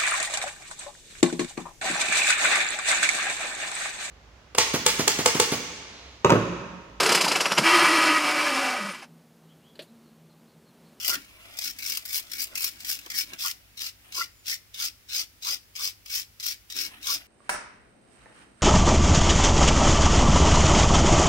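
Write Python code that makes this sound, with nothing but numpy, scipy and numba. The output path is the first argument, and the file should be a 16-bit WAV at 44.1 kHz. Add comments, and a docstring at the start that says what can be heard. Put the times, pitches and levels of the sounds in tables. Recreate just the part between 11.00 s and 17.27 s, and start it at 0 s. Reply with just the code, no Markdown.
"""A small brass wire brush scrubs hardened sealant off an aluminium engine casing, close by in a workshop.
Steady, scratchy strokes give way to short separate ones. Wire tips catch and slip by the thousand, and
each tuft rings briefly. Tufts snag on edges, the casing rings when the brush leans on it, a gloved hand
bumps the engine and a paper rag rustles. The brush squeaks faintly on its way back; the room hums."""
import sys
import numpy as np
from scipy import signal
from scipy.fft import rfft, irfft
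from scipy.io import wavfile
from numba import njit

SR = 44100
rng = np.random.default_rng(int(sys.argv[2]) if len(sys.argv) > 2 else 0)


def generate_wav(signal):
    """Clip the signal to [-1, 1] and save it as 16-bit WAV at the path in sys.argv[1]."""
    frames = np.transpose(np.atleast_2d(signal))
    scaled = np.clip(frames, -1, 1) * 32767
    pcm = np.round(scaled).astype(np.int16)
    wavfile.write(sys.argv[1], SR, pcm)


N = 276507
T = np.arange(N) / SR

# Brush strokes, each a light skate and then a hard push: touch-down t/s, skate length/s, push length/s,
# skate level/dB, push level/dB, landing level/dB, tip sizzle/dB, skating ring/dB, hand thump/dB
STROKES = [(0.0, 0.041, 0.097, -38, -28.0, -37, 2.5, -9, -49),
           (0.57, 0.044, 0.095, -39, -32, -40, 2, -20, -60),
           (0.787, 0.038, 0.16, -44, -33.5, -38, 3.0, -7, -52),
           (1.052, 0.069, 0.077, -36.5, -31, -47, 4.5, -11.5, -63),
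           (1.3, 0.077, 0.07, -37.5, -32, -58, 4.5, -10, -64),
           (1.555, 0.052, 0.083, -35.5, -31.0, -35, 5, -8, -55),
           (1.802, 0.064, 0.09, -44.5, -32, -56, 3.5, -15, -69),
           (2.101, 0.042, 0.085, -46, -29.5, -34.5, 1.9, -7, -54.5),
           (2.385, 0.015, 0.11, -42, -30.5, -46, 1.7, -16, -58),
           (2.776, 0.015, 0.099, -40.5, -34, -48, 0.3, -5, -62),
           (3.124, 0.017, 0.098, -48, -31, -60, -0.5, -15, -45.5),
           (3.458, 0.016, 0.08, -40.5, -31.0, -50.0, -0.4, -13, -70),
           (3.742, 0.048, 0.088, -43.5, -30.5, -36.5, -0.6, -8.5, -53.0),
           (4.09, 0.038, 0.096, -40, -29, -57, -1.3, -7.5, -50),
           (4.424, 0.028, 0.1, -39.5, -29.5, -40, -1.4, -5.5, -46.5),
           (4.757, 0.039, 0.1, -40, -30.0, -38, -0.1, -14, -52.5),
           (5.06, 0.045, 0.11, -45.5, -31.0, -44, 1.2, -20, -60.5),
           (5.398, 0.03, 0.1, -51.5, -31.5, -35, 0, -12, -70),
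           (5.701, 0.053, 0.11, -42.5, -31.0, -38.0, -0.3, -8.5, -50.5),
           (6.025, 0.039, 0.097, -40.0, -28.5, -45, -0.6, -7.5, -45)]
# a tuft snags on an edge and springs free: t/s, relative level/dB
SNAGS = [(0.0463, -13), (0.0797, -14), (0.0964, -14), (0.1356, -15), (0.1434, -15), (0.1534, -16),
         (0.5881, -13), (0.8235, -21), (0.8619, -18), (0.897, -18), (0.921, -16), (0.9717, -13),
         (1.1298, -16), (1.3174, -20), (1.3339, -18), (1.419, -17), (1.5768, -18), (1.643, -14),
         (1.8038, -27), (1.8467, -19), (1.9894, -24), (2.061, -28), (2.117, -18), (2.2084, -13),
         (2.3341, -24), (2.5122, -18), (2.8644, -20), (3.1223, -24), (3.146, -21), (3.1966, -16),
         (3.4805, -17), (5.0594, -30), (5.462, -14), (5.6999, -31), (5.7229, -23), (5.7648, -18),
         (6.0696, -16)]
TOUCH_S, LIFT_S = 0.0063, 0.036  # time for the wires to reach the metal, and to lift off


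def undb(db):
    """Turns decibels into a factor to multiply by."""
    return 10 ** (np.asarray(db) / 20)


def curve(rows):
    """Joins (time, value) points with straight lines."""
    return np.interp(T, *np.transpose(rows))


def wander(rate):
    """A random drift of size near 1, with a new target `rate` times a second."""
    return 1.038 * np.interp(T * rate, np.arange(N // 20), rng.standard_normal(N // 20))


def swells(rows):
    """A bell-shaped rise and fall for each row of t/s, half length/s, level/dB."""
    return sum(undb(db) * np.exp(-.5 * ((T - s) / half) ** 2) for s, half, db, *_ in rows)


def colour(x, points, size=2048):
    """Shapes the tone of x along points of f/Hz, relative level/dB."""
    hz, db = np.transpose(points)
    grid = np.maximum(np.fft.rfftfreq(size, 1 / SR), 1)
    gains = undb(np.interp(np.log(grid), np.log(hz), db))
    # folding the cepstrum keeps the filter from sounding before it is struck
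    cepstrum = irfft(np.log(gains))
    cepstrum[1:size // 2] *= 2
    cepstrum[size // 2 + 1:] = 0
    response = irfft(np.exp(rfft(cepstrum)))
    return signal.oaconvolve(x, response / np.linalg.norm(response))[:N]


def ring(x, modes, detune=1, size=2048):
    """x strikes an object's natural tones (modes); wider ones die away sooner."""
    t = T[:size]
    response = 0
    for k, (hz, width, db) in enumerate(modes):
        fade = undb(db) * width * np.exp(-np.pi * width * t)
        response += (-1) ** k * fade * np.cos(2 * np.pi * hz * detune * t)
    return signal.oaconvolve(x, response / np.linalg.norm(response))[:N]


@njit
def bandpass(x, hz, width):
    """Lets through the sound near a pitch that can move every sample."""
    y, band, low = np.empty(len(x)), 0., 0.
    for i in range(len(x)):
        step, damping = np.tan(np.pi * hz[i] / SR), width / hz[i]
        swing = (band + step * (x[i] - low)) / (1 + step * (step + damping))
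        band, low = 2 * swing - band, low + 2 * step * swing
        y[i] = damping * swing
    return y


def resonate(x, hz, width_hz):
    """Makes x ring around a moving pitch, keeping the power of a noisy input."""
    width = float(width_hz)
    return bandpass(bandpass(x, hz, width), hz, width) * np.sqrt(2 * SR / (np.pi * width))


def stereo(x, pan_db, lag_ms=0.18):
    """Sound reaches the nearer left side first; a positive pan_db makes that side louder."""
    late = np.convolve(x, np.sinc(np.arange(32) - lag_ms * SR / 1000))[:N]
    return np.array([x * undb(pan_db / 2), late * undb(-pan_db / 2)])


def slips(rate, spread_db):
    """Catching and slipping: about `rate` random clicks a second, uneven in size, with mean power 1."""
    chance = np.clip(rate / SR, 1e-4, 1)
    size = undb(spread_db * np.clip(rng.standard_normal(N), -2, 2)) * rng.choice([-1, 1], N)
    clicks = (rng.random(N) < chance) * size / np.sqrt(chance)
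    return clicks / np.sqrt(np.mean(clicks ** 2))


def stroke_times():
    """When each stroke touches down and lifts off."""
    times = [(touch, touch + skate + push + LIFT_S) for touch, skate, push, *_ in STROKES]
    return np.maximum.accumulate(np.ravel(times))


def per_stroke(column):
    """One column of STROKES, held for the length of each stroke."""
    return np.interp(T, stroke_times(), np.repeat(np.array(STROKES)[:, column], 2))


def scrubbing(landing_s=0.017, skate_db_per_s=92, bite_s=0.02, crest_share=0.51, arch_db=25,
              lift_db=12.5):
    """How hard the brush scrubs: each stroke lands, skates, bites in, peaks and lifts off."""
    # between the steady strokes the brush drags back over the metal: t/s, level/dB
    drag = [(0.2, -55), (0.35, -67), (0.5, -56.5), (2.3, -53), (2.55, -80)]
    strength = undb(curve(drag))
    for touch, skate, push, skate_db, push_db, landing_db, *_ in STROKES:
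        age = T - touch
        pushed = age - skate
        light_db = skate_db + skate_db_per_s * np.minimum(pushed, 0)
        hard_db = push_db - arch_db * (pushed / push - crest_share) ** 2
        hard_db -= lift_db * np.maximum(pushed - push, 0) / LIFT_S
        bite = np.clip(1 + pushed / bite_s, 0, 1)
        scrub = undb((1 - bite) * light_db + bite * hard_db) * np.exp(np.minimum(age, 0) / TOUCH_S)
        landing = undb(landing_db) * np.exp(-np.abs(age) / landing_s) * (age > 0)
        strength = np.sqrt(strength ** 2 + scrub ** 2 + landing ** 2)
    return strength


def pressed(settle_s=0.045):
    """0 while the tufts skate freely, 1 once the push has pressed them down."""
    points = []
    for touch, skate, *_ in STROKES:
        points += [(touch - TOUCH_S, 1), (touch, 0), (touch + skate, 0), (touch + skate + settle_s, 1)]
    return curve(points)


def brush(tufts=6, full_db=-32, slip_rate=1700, stall_db=4, damped_db=15):
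    """Tufts of wire slip over the metal: a rasp, the ring of the wires and the sizzle of their tips."""
    # pitch of the landing tufts as the grip turns the wires from flat to upright: t/s, f/Hz
    grip = [(0.1, 3030), (0.7, 2350), (2.2, 2280), (2.45, 3930)]
    # tone of the rasp and of the sizzle: f/Hz, relative level/dB
    rasp_tone = [(150, -33.5), (800, -22), (1100, -14), (1450, -7.5), (1800, -6), (2280, 2.5), (2950, 2.5),
                 (4100, 1.5), (6500, -0.5), (8500, -4.5), (16000, -14)]
    sizzle_tone = [(1500, -24.5), (4000, -6.5), (6500, 0.5), (9500, -0.5), (12000, 3), (14300, 3),
                   (16000, 4)]
    # natural tones of the wires: f/Hz, width/Hz, level/dB
    wire_modes = [(4480, 275, 1), (5080, 380, 0.5), (5435, 410, -2.5), (6050, 680, -1)]
    level_db = 20 * np.log10(scrubbing())
    effort_db = np.clip(level_db - full_db, -25, 6)
    progress = np.interp(T, stroke_times(), np.tile([-1, 1], len(STROKES)))  # -1 to 1 in each stroke
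    snag, tips_db = snags(), per_stroke(column=6)
    # the whole head catches and lurches on the rough sealant
    jerk = undb(.7 * tips_db)  # strokes with more tip sizzle catch harder and sound more crackly
    drive = undb(level_db + 1.5 * jerk * wander(220) - stall_db * stalls())
    # speed and snags free more wires
    rate = slip_rate / jerk * undb(.3 * effort_db) * (1 + 2 * np.minimum(snag / drive, 2))
    # a light touch mostly rasps; wires ring more under force, less when only their tips skate
    rasp_gain = undb(-5.5 - 0.18 * effort_db)
    wire_gain = undb(-7 + 0.39 * effort_db - progress - 0.55 * tips_db)
    tip_gain = undb(-6 + tips_db + 0.24 * effort_db + 0.41 * wander(170))
    # tufts that have just landed swing at their full length and sound lower
    landing_hz = curve(grip)
    landing_gain = undb(per_stroke(column=7) - damped_db * pressed())
    seating = 1 + 0.065 * wander(7.1)  # the head never lands quite the same way twice
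    out = 0
    for place in np.linspace(-1, 1, tufts):
        clicks = slips(rate, spread_db=6.5)
        force = clicks * np.hypot(drive * undb(3 * wander(450)), snag) / np.sqrt(tufts)
        stiffness = 1 + .04 * wander(14)
        rasp = colour(force * rasp_gain, rasp_tone)
        landing = resonate(force * landing_gain, landing_hz * stiffness * seating, width_hz=560)
        # bent wires wander in pitch, free ones ring at their own
        bent = resonate(force * wire_gain, 5250 * stiffness, width_hz=1280)
        free = ring(force * wire_gain * rng.choice([-1, 1], N), wire_modes, detune=1 + 0.063 * place)
        skip_db = 3.6 * jerk * wander(300)
        sizzle = colour(force * tip_gain * undb(skip_db), sizzle_tone)
        lag_ms = 0.18 + 0.049 * place
        out += stereo(rasp + landing, pan_db=1.9, lag_ms=lag_ms)
        out += stereo(bent + free, pan_db=4.5, lag_ms=lag_ms)
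        out += stereo(sizzle, pan_db=5, lag_ms=lag_ms)
    return out


def workshop(floor_db=-60, apart_hz=900):
    """Mains hum and a quiet room hiss, with the bass much alike on both sides."""
    # tone of the room noise: f/Hz, relative level/dB
    room_tone = [(15, -10), (28, -20), (55, 5), (90, -3), (125, -6.5), (280, -9.5), (540, -15), (930, -18),
                 (1300, -16), (2300, -13.5), (4000, -17.5), (5200, -16), (8000, -21.5), (15500, -17.5)]
    # mains hum: f/Hz, level/dB
    hum_tones = [(50, -71), (100, -69.5)]
    mid, side = (colour(rng.standard_normal(N), room_tone) for _ in range(2))
    highpass = signal.butter(1, apart_hz, "high", fs=SR, output="sos")
    side = 0.5 * side + 0.61 * signal.sosfilt(highpass, side)
    hum = sum(np.sqrt(2) * undb(db + 0.65 * wander(13)) * np.sin(2 * np.pi * hz * T)
              for hz, db in hum_tones)
    return undb(floor_db) * np.array([mid + side, mid - side]) + hum


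def stalls(lead_s=0.0061, half_s=0.0014):
    """The brush head is held back just before each snag lets go; 1 means stuck."""
    return swells([(s - lead_s, half_s, 0) for s, _ in SNAGS])


def snags(rise_s=0.00017, fall_s=0.0034, gain_db=-8):
    """A snagged tuft lets all its wires go within a few milliseconds."""
    force = np.zeros(N)
    for s, db in SNAGS:
        start = int(s * SR)
        age = T[:min(N - start, SR // 10)]
        release = (1 - np.exp(-age / rise_s)) * np.exp(-age / fall_s)
        force[start:start + len(age)] += undb(db + gain_db) * release
    return force


def hand(late_share=0.67, half_s=0.03, thump_hz=308.0):
    """The gloved hand knocks dully on the engine, and thumps it late in each push."""
    # soft knocks of the gloved hand: t/s, half length/s, relative level/dB
    bumps = [(.095, 0.0075, -39), (.14, 0.025, -42), (1.535, 0.025, -54), (2.065, 0.0085, -47.5),
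             (2.338, 0.0085, -47), (5.768, 0.012, -48)]
    # tone of a dull knock: f/Hz, relative level/dB
    thud_tone = [(40, -16.5), (170, -11), (300, 4), (430, -7), (750, -9), (1500, -2), (4000, -22.5)]
    press = swells([(touch + skate + late_share * push, half_s, db)
                    for touch, skate, push, *_, db in STROKES])
    contact = undb(-2) * swells(bumps) + undb(-8) * press
    rub = colour(slips(3000, spread_db=3.5) * contact, thud_tone)
    thump = resonate(slips(3000, spread_db=10.5) * press, np.full(N, thump_hz), width_hz=94)
    return stereo(rub + undb(-15) * thump, pan_db=-3.5)


def rag():
    """Glove and paper rag shift against the engine, rustling in many tiny clicks."""
    # each shift: t/s, half length/s, level/dB
    rustles = [(0.11, 0.054, -47.5), (0.48, 0.18, -58), (1.5, 0.74, -57.5), (2.33, 0.028, -51.5),
               (3.14, 0.082, -59), (5.93, 0.074, -52), (6.17, 0.066, -52.5)]
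    # tone of the rustle: f/Hz, relative level/dB
    rag_tone = [(30, 6), (70, 6), (120, 2.5), (290, 14), (450, -3), (620, 8), (900, 3.5), (2400, 12.5),
                (4000, 4.5), (5400, -40), (9000, 0.5), (15000, -12)]
    crumple = undb(1.8 * wander(90))
    rustle = colour(slips(6000, spread_db=6) * swells(rustles) * crumple, rag_tone)
    return stereo(rustle, pan_db=0.5)


def casing(climb=0.052):
    """Wires chatter on the wall, rising in pitch as they bend, and ring the hollow casing."""
    # the brush leans on the wall: t/s, half length/s, relative level/dB, f/Hz
    leans = [(0.136, 0.018, -35, 1650), (2.457, 0.013, -36.5, 1150), (2.496, 0.0062, -43, 2050),
             (3.179, 0.017, -41, 1130), (3.215, 0.0068, -35, 1910), (3.527, 0.0088, -38, 2160),
             (3.815, 0.018, -47, 1350), (4.475, 0.014, -39, 1130), (4.81, 0.015, -46, 1230),
             (6.095, 0.02, -40.5, 1200)]
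    # natural tones of the casing: f/Hz, width/Hz, level/dB
    casing_modes = [(1126, 22, -3), (1337, 54, 3), (1400, 82, 2), (1810, 63, 3), (2100, 97, 1)]
    pitch = curve([(s + side * 2 * half, hz * (1 + side * climb))
                   for s, half, _, hz in leans for side in (-1, 1)])
    chatter = resonate(slips(3500, spread_db=4.5) * swells(leans), pitch, width_hz=510)
    scrape = undb(-4) * chatter + undb(-11) * ring(chatter, casing_modes)
    # the small wall gives off little sound below its lowest tone
    highpass = signal.butter(3, 900, "high", fs=SR, output="sos")
    return stereo(signal.sosfilt(highpass, scrape), pan_db=0.5)


def squeaks():
    """Light rubbing makes thin, gliding whistles as the brush is drawn back."""
    # each squeak: t/s, half length/s, level/dB, f/Hz, glide/(Hz per s)
    whistles = [(3.02, 0.022, -64, 13800, 12000), (3.085, 0.04, -60, 8600, 13000),
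                (3.095, 0.018, -65, 13100, 20000), (3.39, 0.035, -65, 7050, -5500)]
    out = 0
    for s, half, db, hz, glide in whistles:
        pitch = hz + glide * np.clip(T - s, -2 * half, 2 * half)
        out += resonate(rng.standard_normal(N) * swells([(s, half, db)]), pitch, width_hz=200)
    return stereo(out, pan_db=4)


def echoes(x, fade_s, gain_db, delay_s):
    """A spray of echoes, one for each side, dying away by 60 dB in fade_s."""
    t = T[:SR // 2]
    tail = rng.standard_normal((2, len(t))) * np.exp(-np.log(1000) * t / fade_s) * (t > delay_s)
    tail /= np.linalg.norm(tail, axis=1, keepdims=True)
    return undb(gain_db) * signal.oaconvolve(x, tail, axes=1)[:, :N]


def scene(echo_paths=6):
    """The work, its quick echoes off the engine parts, and the room."""
    work = brush() + hand() + rag() + casing()
    # the moving hand keeps opening and shading the short echo paths
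    paths = np.array([wander(16) for _ in range(echo_paths)])
    paths /= np.linalg.norm(paths, axis=0)
    near = sum(echoes(work * path, fade_s=0.028, gain_db=-1.5, delay_s=0.00045) for path in paths)
    far = echoes(work, fade_s=0.28, gain_db=-15.5, delay_s=0.0088)
    return work + near + far + workshop() + squeaks()


def record(dry, top_hz=15750):
    """Cuts off the highest treble steeply."""
    return signal.sosfilt(signal.ellip(10, .2, 70, top_hz, fs=SR, output="sos"), dry)


dry = scene()
out = record(dry)
generate_wav(out)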